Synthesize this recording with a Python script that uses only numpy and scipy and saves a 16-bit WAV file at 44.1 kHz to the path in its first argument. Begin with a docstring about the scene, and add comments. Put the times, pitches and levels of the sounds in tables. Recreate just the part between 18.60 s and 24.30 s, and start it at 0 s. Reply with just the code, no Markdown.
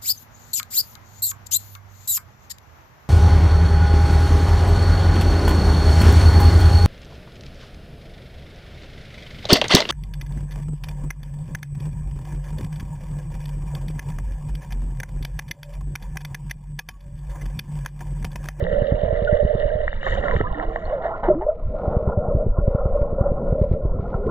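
"""Bubbles are released underwater in a train of dull thumps: pressure dips that swing back.
A trapped pocket hums near 600 Hz as noise-driven resonance; single bubbles ping as gliding, dying sines.
Splashes, slosh and churn are filtered noise; fine bubbles crackle as random clicks through resonant bands.
From 1.95 s to 3.5 s the stereo image narrows to mono over most of the spectrum and the ticks of the
fine bubbles grow dull."""
import sys
import numpy as np
from scipy import signal
from scipy.fft import rfft, irfft
from scipy.io import wavfile
from scipy.ndimage import uniform_filter1d, map_coordinates

SR = 44100
rng = np.random.default_rng(int(sys.argv[2]) if len(sys.argv) > 2 else 0)


def digitize_waveform(pressure):
    """Quantize a signal to 16-bit integers and store it at the path in sys.argv[1].

    Rows of a 2-D input are taken as channels; values are limited to [-1, 1].
    """
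    field = np.atleast_2d(pressure).T
    bounded = np.clip(field, -1, 1)
    quanta = np.round(bounded * 32767).astype(np.int16)
    wavfile.write(sys.argv[1], SR, quanta)


def ratio_of_db(decibels):
    """Turn decibels (scalar or array-like) into linear amplitude factors; 0 dB maps to 1."""
    return 10 ** (np.asarray(decibels, float) / 20)


N = 251370
T = np.arange(N) / SR


def thumps():
    """Pressure release: each thump dips, swings back in a longer, lower hump and excites two damped air modes."""
    # bubble thumps: trough_s, level_db
    thump_rows = [(0.0271, -10.5), (0.131, -17), (0.222, -10.5), (0.323, -7.5), (0.3432, -16.5),
                  (0.436, -13), (0.529, -13.5), (0.6232, -12.5), (0.729, -8), (0.831, -16), (0.851, -10.5),
                  (0.953, -12), (1.0545, -17.5), (1.156, -18.5), (1.7566, -11.5), (1.769, -16),
                  (1.811, -14.5), (2.749, -28), (3.2804, -12), (3.369, -7.5), (3.4286, -18.5),
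                  (3.477, -8.5), (3.492, -16), (3.5763, -9), (3.5872, -13), (3.685, -12), (3.7517, -7),
                  (3.7668, -13), (3.866, -9.5), (3.8737, -21.5), (3.988, -7.5), (4.0802, -6.5),
                  (4.1505, -7.5), (4.2581, -9), (4.417, -11), (4.5294, -13), (4.6117, -6.5), (4.7183, -11),
                  (4.927, -7.5), (5.0165, -5), (5.1158, -7), (5.1382, -11.5), (5.254, -10), (5.35, -19),
                  (5.363, -24), (5.3968, -13), (5.429, -20), (5.55, -11.5), (5.664, -17)]
    modes = [(400, 39, -17.0), (590, 150, -30.5)]  # mode_hz, bandwidth_hz, mean_level_db
    out = np.zeros(N + SR)
    u = np.arange(-SR // 50, SR // 20) / SR  # seconds from the trough
    since_knock = np.maximum(u + 0.0017, 0)
    soft = np.convolve(np.hanning(40), np.hanning(40)) / 380
    wide = np.hanning(len(u))
    chances = rng.standard_normal((len(thump_rows), 4))
    for (s, db), (size, tail, *knocks) in zip(thump_rows, chances):
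        w = u / (0.004186 * np.exp(0.13 * size))  # time in lengths of the dip; sizes vary at random
        dip = np.abs(np.cos(np.pi * np.clip(w, -.5, .5))) ** .6
        hump_phase = np.clip((w - .5) / (1.7 * np.exp(0.2 * tail)), 0, 1)
        hump = np.abs(np.sin(np.pi * hump_phase)) ** .2  # a low exponent flattens the top
        thump = 0.42 * hump - dip
        for (hz, width_hz, level_db), chance in zip(modes, knocks):
            decay = np.exp(-np.pi * width_hz * since_knock)
            thump = thump - ratio_of_db(level_db + 4 * chance) * decay * np.sin(2 * np.pi * hz * since_knock)
        balanced = thump - wide * thump.sum() / wide.sum()  # the pressure evens out
        out[round(s * SR):][:len(u)] += ratio_of_db(db) * np.convolve(balanced, soft, "same")
    return out[SR // 50:][:N]  # centred on the trough


def pocket(pings):
    """Driven resonance: turbulence excites a trapped air pocket at a moving pitch and a fixed lower mode."""
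    # pitch of the trapped pocket: time_s, pitch_hz
    pocket_pitch = [(0, 548), (.45, 600), (1.25, 596), (1.5, 537.4), (2.0, 636.3), (2.9, 628.8), (3.3, 577),
                    (3.8, 582.8), (4.2, 558.7), (5.3, 563.9), (5.7, 494.2)]
    # hum before its random flutter and the bubbles' stirring: time_s, level_db
    hum_level = [(0, -24.5), (.8, -23.5), (1.24, -27.5), (1.3, -41.5), (1.4, -47.5), (1.47, -33.5),
                 (1.68, -27.5), (1.9, -52.5), (2.2, -35), (2.6, -42.5), (3.09, -45), (3.15, -29),
                 (3.82, -25), (3.87, -37), (4.0, -35), (4.04, -25.5), (4.72, -32), (5.04, -22.5),
                 (5.1, -43), (5.15, -25), (5.4, -44.5), (5.7, -29.5)]
    phase = 2 * np.pi * np.cumsum(curves(pocket_pitch, T)[0]) / SR
    low_phase = 2 * np.pi * 478 * T
    t = T[:SR // 8]
    hum = 0
    for turning, width_hz, db in [(phase, 40, 1), (low_phase, 32, -6.5)]:
        stir = rng.standard_normal((2, N)).T @ [1, 1j]
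        envelope_filter = t * t * np.exp(-3 * np.pi * width_hz * t)  # steep skirts
        swing = signal.fftconvolve(stir, envelope_filter)[:N]
        hum = hum + ratio_of_db(db) * unit((swing * np.exp(1j * turning)).real)
    # bubbles close to the pocket's pitch set it humming
    near_pings = signal.lfilter(*signal.iirpeak(620, 10, SR), pings)
    near = uniform_filter1d(np.abs(near_pings), size=900)
    strength = ratio_of_db(curves(hum_level, T)[0]) + ratio_of_db(-9) * near
    return strength * ratio_of_db(1.2 * wobble(25)) * unit(hum)


def bubbles():
    """Damped bubble oscillation: each bubble is a dying sine whose pitch slides as it changes size."""
    # single bubbles before eddies disturb level and pitch: start_s, level_db, start_hz, end_hz, t60_s
    bubble_rows = [(.02, -22.5, 178.6, 155, 0.37), (0.673, -15.5, 1520, 1390, 0.057),
                   (1.10, -28, 1580, 1690, 0.054), (1.464, -20.5, 1743, 1940, 0.035),
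                   (1.52, -20.5, 1953, 1886, 0.081), (1.648, -23.5, 1453, 1226, 0.12),
                   (1.716, -22.5, 1017, 990, 0.087), (1.734, -11.5, 496, 445, 0.063),
                   (1.791, -26.5, 1295, 1320, 0.14), (1.804, -3.5, 365, 476, 0.035),
                   (1.836, -22, 987, 1035, 0.13), (1.855, -23, 1210, 1270, 0.078),
                   (1.869, -23.5, 1690, 1730, 0.037), (1.944, -23, 1890, 1810, 0.03),
                   (1.95, -29, 300, 365, 0.81), (2.07, -27.5, 450, 503, 0.47),
                   (2.251, -43.5, 4260, 4500, 0.042), (2.301, -16.5, 510, 626, 0.19),
                   (2.32, -11, 625.6, 479, 0.22), (2.45, -11, 656.5, 700, 0.11),
                   (2.678, -7, 359, 400, 0.15), (2.696, -3.5, 626, 578, 0.11),
                   (2.744, -19, 277.2, 516.6, 0.42), (2.806, -20.5, 804, 994, 0.12),
                   (2.812, -20.5, 621, 627, 0.19), (2.864, -5.5, 552, 625, 0.063),
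                   (2.883, -4, 610, 652, 0.11), (4.195, -29, 1057, 1020, 0.12),
                   (2.945, -28.5, 463, 540, .15), (4.345, -11.5, 590, 570, 0.19),
                   (4.575, -10.5, 564, 544, 0.15), (4.648, -12, 575.5, 560, 0.18),
                   (2.9, -31.5, 1310, 1330, 0.037), (5.572, -27, 388.7, 498, 0.6),
                   (5.54, -21.5, 1348, 1283, 0.058), (5.666, -9, 385, 478, 0.045)]
    out, t = np.zeros(N + SR), T[:SR // 2]
    eddies = np.pad([wobble(100), wobble(90)], ((0, 0), (0, SR)))  # passing eddies break the tones up
    for k, (s, db, start_hz, end_hz, t60) in enumerate(bubble_rows):
        flutter, waver = eddies[:, k * N // len(bubble_rows):][:, :len(t)]  # each bubble meets its own
        glide = np.minimum(t / (0.42 * t60), 1)
        hz = (start_hz + (end_hz - start_hz) * glide) * (1 + .018 * waver)
        swell_s = min(0.054 * t60, 0.0092)
        swell = 1 - np.exp(-(t / swell_s) ** 2)
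        shape = swell * ratio_of_db(db - 60 * t / t60 + 2.2 * flutter)
        out[round(s * SR):][:len(t)] += shape * np.sin(2 * np.pi * np.cumsum(hz) / SR)
    return out[:N]


def splashes():
    """Turbulent noise burst: a splash sets in fast, boils and dies; returns its strength and its sound."""
    # rough splashes: start_s, level_db, decay_ms
    splash_rows = [(1.461, -28.5, 19.5), (1.629, -29.5, 19), (1.728, -36.5, 32), (2.023, -28.5, 32),
                   (2.293, -33.5, 76), (2.42, -30, 81), (2.63, -23, 61.5), (2.808, -35.5, 33),
                   (2.252, -37, 6.9)]
    # relative splash spectrum: frequency_hz, level_db
    splash_colour = [(150, -45), (350, -3), (700, 6.5), (1100, -7.5), (2100, -16.5), (2450, -42.5),
                     (3000, -48), (7000, -110)]
    shape = 0
    for s, db, ms in splash_rows:
        onset = np.clip((T - s) / 0.0019, 0, 1)
        decay = np.exp(-(np.maximum(T - s, 0) / ms * 1000) ** 3)
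        shape = shape + ratio_of_db(db) * onset * decay
    boil = ratio_of_db(3.5 * wobble(70)) * grains(1100, spread_db=0.0, bed=0.99)
    return shape, coloured(shape * boil, splash_colour)


def crackle(splashing):
    """Impulse excitation of resonances: fine bubbles, snaps and pips ring filter bands; also returns fizz."""
    # fine bubbles: time_s, level_db
    fizz_level = [(0, -45), (1.2, -46.5), (1.42, -45), (1.46, -35.5), (1.55, -36.5), (1.6, -41.5),
                  (1.8, -39.5), (1.84, -50.5), (2.3, -48.5), (2.41, -59.5), (2.43, -47), (2.47, -41.5),
                  (2.5, -59), (2.6, -54), (2.72, -67.5), (2.85, -74), (2.95, -91.5)]
    # single snaps: time_s, level_db, knock_over_snap_db
    snap_rows = [(0.067, -9, -4.5), (1.2792, 1, -9.5), (1.3293, -8.5, -3.5), (1.4306, -6.5, -3),
                 (1.638, -8, -20), (1.683, -0.5, -20), (1.711, -1.5, -13), (1.764, -4.5, -25),
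                 (1.811, -3.5, 4), (1.9981, -7, -2), (2.16, -3.5, 5.5), (2.686, -27.5, 33),
                 (2.748, -43, 34), (5.542, -40, 34.5)]
    # bright ticks of single tiny bubbles: time_s, level_db
    pip_rows = [(0.0404, -20.5), (0.2693, -23), (0.414, -29), (0.6484, -21.5), (0.9995, -20.5),
                (1.9264, -29), (2.1575, -29), (2.297, -40), (2.3306, -41)]
    # relative spectra of resonant body, bright tick and low knock: frequency_hz, level_db
    body_colour = [(650, -21.5), (1100, -13.5), (1150, -15), (1380, -10), (1510, -11), (1890, 0),
                   (2110, -12.5), (2500, -45), (5500, -120)]
    tick_colour = [(1500, -46.5), (2450, -27.5), (2620, -11.5), (2900, 2.5), (3280, -9.5), (3700, -4),
                   (4320, -19.5), (5300, -31), (9000, -90.5)]
    knock_colour = [(300, -30), (650, -2), (1400, -24.5), (2300, -45.5), (5000, -110)]
    # tick of the fine bubbles over their crackle: wide_db, narrow_db
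    bright_ends = (-16, -39)
    crackle_db, = curves(fizz_level, T)
    fizz = unit(grains(1200, spread_db=4.5, bed=.7) * ratio_of_db(1.5 * wobble(60) + 1.6 * wobble(18)))
    s, db, knock_db = np.transpose(snap_rows)
    body = coloured(ratio_of_db(crackle_db) * fizz + spikes(s, db), body_colour)
    bursts = ratio_of_db(crackle_db + 1.7 * wobble(14)) + 0.13 * splashing  # splashes stir the fizz
    bursts = bursts * ratio_of_db(narrowed(bright_ends, T))
    bright = fizz + 0.57 * swarm(count=2600, low_hz=2738, high_hz=4600, cycles=6.2)
    singles = spikes(s, db - 34) + spikes(*np.transpose(pip_rows))
    tick = coloured(bursts * bright + singles, tick_colour)
    knock = coloured(spikes(s, db + knock_db), knock_colour)
    return body + tick + knock, fizz, crackle_db


def spray_and_blips(crackle_db):
    """Size-dependent bubble pitch: lively fizz throws the finest bubbles and carries larger ones."""
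    # relative spectrum of the finest bubbles: frequency_hz, level_db
    spray_colour = [(3500, -49), (4600, -7.5), (5500, -5.5), (7000, 6), (7800, -5.5), (11000, -89.5)]
    strength = ratio_of_db(1.605 * crackle_db - 9.5) * ratio_of_db(3.7 * wobble(7.5))
    spray = coloured(strength * grains(300, spread_db=3.5, bed=0.82), spray_colour)
    blips = ratio_of_db(1.51 * crackle_db + 16) * swarm(count=950, low_hz=700, high_hz=2300, cycles=12)
    return spray + blips


def gurgle(fizz, gurgle_db):
    """Resonant filtering: grains and small bubbles gurgle with a fluctuating level."""
    # relative gurgle spectrum: frequency_hz, level_db
    gurgle_colour = [(360, -16.5), (620, -7.5), (645, -0.5), (825, -15), (878, -18), (1070, -11),
                     (1160, -21.5), (1370, -15.5), (1430, -16.5), (1590, -42), (1800, -40), (2340, -64.5),
                     (3960, -120)]
    wash = fizz + grains(570, spread_db=3.0, bed=0.71)
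    wash = wash + 0.31 * swarm(count=500, low_hz=700, high_hz=1427, cycles=10)
    return ratio_of_db(gurgle_db + 3.2 * wobble(22)) * unit(coloured(wash, gurgle_colour))


def slosh(rumble_db):
    """Low-frequency flow noise: moving water rumbles with a fluctuating level."""
    # relative slosh spectrum: frequency_hz, level_db
    slosh_colour = [(10, 8.5), (30, 12.5), (60, 2.5), (120, -7.5), (900, -120)]
    return ratio_of_db(rumble_db + 3.5 * wobble(25)) * coloured(rng.standard_normal(N), slosh_colour)


def churn(churn_db):
    """Band-shaped turbulence noise: churning water fluctuates in level."""
    # relative churn spectrum: frequency_hz, level_db
    churn_colour = [(60, -27.5), (130, 0), (210, 1.5), (270, -8), (420, -6.5), (520, 0), (1500, -110)]
    return ratio_of_db(churn_db + 3.0 * wobble(18)) * coloured(rng.standard_normal(N), churn_colour)


def faint_ticks(push):
    """Amplitude modulation: faint ticking noise swells with the thumps and varies in level."""
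    # relative spectrum of the faint ticks: frequency_hz, level_db
    hiss_colour = [(1000, -41.5), (1600, -7.5), (2100, -2), (2600, -11.5), (3600, -15.5), (8000, -35),
                   (15000, -72.5)]
    swelling = 1 + 8 * ratio_of_db(2.5 * wobble(9)) * uniform_filter1d(np.abs(push), size=900)
    ticks = grains(280, spread_db=3.5, bed=.75) * ratio_of_db(2.5 * wobble(15) + 2.5 * wobble(4))
    return ratio_of_db(-72.5) * swelling * coloured(ticks, hiss_colour)


def stereo(mid):
    """Mid-side stereo: left and right are the mid signal plus and minus a filtered, phase-turned copy."""
    # phase turn from mid to side: frequency_hz, angle_rad
    phase_turn = [(40, 2.9), (170, 2.1), (340, 2), (560, 2.85), (720, 3.14), (860, 4.2), (1080, 4.07),
                  (1550, 4.8), (3000, 5.29), (4500, 5.7)]
    hz, t, z = signal.stft(mid, SR, nperseg=1024)
    # the side copy is full above a corner and falls below it; pairs are (wide image, narrow image)
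    corner_hz = np.exp(narrowed(np.log((540, 4500)), t))
    fall_db_per_octave = narrowed((6.5, 42), t)
    least_db = narrowed((-11, -78.5), t)
    octaves = np.log2(np.minimum((hz[:, None] + 1) / corner_hz, 1))
    width = ratio_of_db(np.maximum(fall_db_per_octave * octaves, least_db))
    turned = z * width * np.exp(1j * along(phase_turn, hz))[:, None]
    side = signal.istft(turned, SR, nperseg=1024)[1][:N]
    return np.array([mid + side, mid - side])


def narrowed(ends, t):
    """Linear interpolation: a value moves from its wide-image to its narrow-image end."""
    # how far the stereo image has narrowed: time_s, share (0-1)
    narrowing_share = [(0, 0.06), (1.95, 0.06), (2.3, 0.33), (2.55, 0.42), (3, 0.68), (3.5, 1)]
    return ends[0] + (ends[1] - ends[0]) * np.clip(curves(narrowing_share, t)[0], 0, 1)


def swarm(count, low_hz, high_hz, cycles):
    """Superposition of bubble rings: short sines at random moments, each rising a little in pitch."""
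    when, pitch, size = rng.random((count, 3)).T[:, :, None]
    hz, t = low_hz * (high_hz / low_hz) ** pitch, T[:SR // 25]
    life = t * hz / cycles
    glide = 1 + .015 * life
    envelope = ratio_of_db(-12 * size) * np.exp(-life) * (1 - np.exp(-9 * life))
    ring = envelope * np.sin(2 * np.pi * hz * t * glide)
    at = (when * N).astype(int) + np.arange(len(t))
    return unit(np.bincount(at.ravel(), ring.ravel(), N)[:N])


def grains(rate, spread_db, bed):
    """Shot noise: random clicks of uneven size, on average rate a second, on a bed of noise."""
    size = ratio_of_db(spread_db * np.minimum(rng.exponential(size=N), 3.5))
    clicks = unit((rng.random(N) < rate / SR) * size * rng.choice([-1, 1], N))
    return unit(clicks + bed * rng.standard_normal(N))


def spikes(times, db):
    """Impulse excitation: single samples at the given times and levels."""
    return np.bincount(np.round(np.asarray(times) * SR).astype(int), ratio_of_db(db), N)[:N]


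def coloured(x, spectrum):
    """Minimum-phase filtering: x takes relative (Hz, dB) gains through a causal, unit-energy kernel."""
    m = 2 ** 13
    gain_db = np.maximum(along(spectrum, np.fft.rfftfreq(m, 1 / SR)), -110)
    cep = irfft(np.log(ratio_of_db(gain_db)))
    # folding the cepstrum onto positive times makes the kernel causal
    cep[1:m // 2] *= 2
    cep[m // 2 + 1:] = 0
    kernel = irfft(np.exp(rfft(cep)))
    return signal.fftconvolve(x, kernel / np.linalg.norm(kernel))[:N]


def wobble(rate):
    """Interpolated noise: a smooth random curve with rate knots a second."""
    return map_coordinates(rng.standard_normal(int(N * rate / SR) + 4), [np.arange(N) * rate / SR])


def unit(x):
    """Power normalisation: x scaled to rms 1."""
    return x / np.sqrt(np.mean(x ** 2) + 1e-20)


def along(points, hz):
    """Logarithmic frequency interpolation of (Hz, value) points."""
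    f, v = np.transpose(points)
    return np.interp(np.log(hz + 1), np.log(f + 1), v)


def curves(rows, t):
    """Linear time interpolation: each column after the time, read at times t."""
    s, *cols = np.transpose(rows)
    return [np.interp(t, s, c) for c in cols]


def scene():
    """Linear superposition: all sources add to one pressure signal, which is then spread to stereo."""
    # moving water before random flutter: time_s, rumble_db, churn_db, gurgle_db
    water_level = [(0, -31.5, -40.5, -46.5), (1.2, -24.5, -48.5, -50.5), (1.37, -30.5, -49, -66),
                   (1.5, -24, -42, -40), (1.6, -19.5, -35.5, -38), (1.85, -24, -35.5, -39.5),
                   (2.0, -28, -42.5, -39), (2.6, -32.5, -48.5, -37.5), (2.7, -29, -26, -35.5),
                   (2.9, -34, -63.5, -43), (2.98, -34.5, -45.5, -49), (3.08, -21, -40.5, -50),
                   (3.17, -27, -37.5, -35), (3.5, -35, -34.5, -33), (3.9, -23.5, -36.5, -46),
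                   (4.15, -27, -42.5, -37.5), (4.7, -25.5, -30, -35.5), (5.2, -26, -36, -44),
                   (5.7, -26, -30, -35.5)]
    rumble_db, churn_db, gurgle_db = curves(water_level, T)
    push, pings = thumps(), bubbles()
    splashing, splash = splashes()
    crackling, fizz, crackle_db = crackle(splashing)
    air = push + pocket(pings) + pings
    fine_bubbles = crackling + spray_and_blips(crackle_db) + gurgle(fizz, gurgle_db)
    water = splash + slosh(rumble_db) + churn(churn_db)
    return stereo(air + fine_bubbles + water + faint_ticks(push))


def roll_off(x):
    """The treble ends steeply here."""
    return signal.sosfilt(signal.butter(12, 15700, fs=SR, output="sos"), x)


def record(dry):
    """Additive white noise: a faint electronic hiss joins each channel."""
    mix = dry + ratio_of_db(-114) * rng.standard_normal(dry.shape)
    return roll_off(mix)


dry = scene()
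out = record(dry)
digitize_waveform(out)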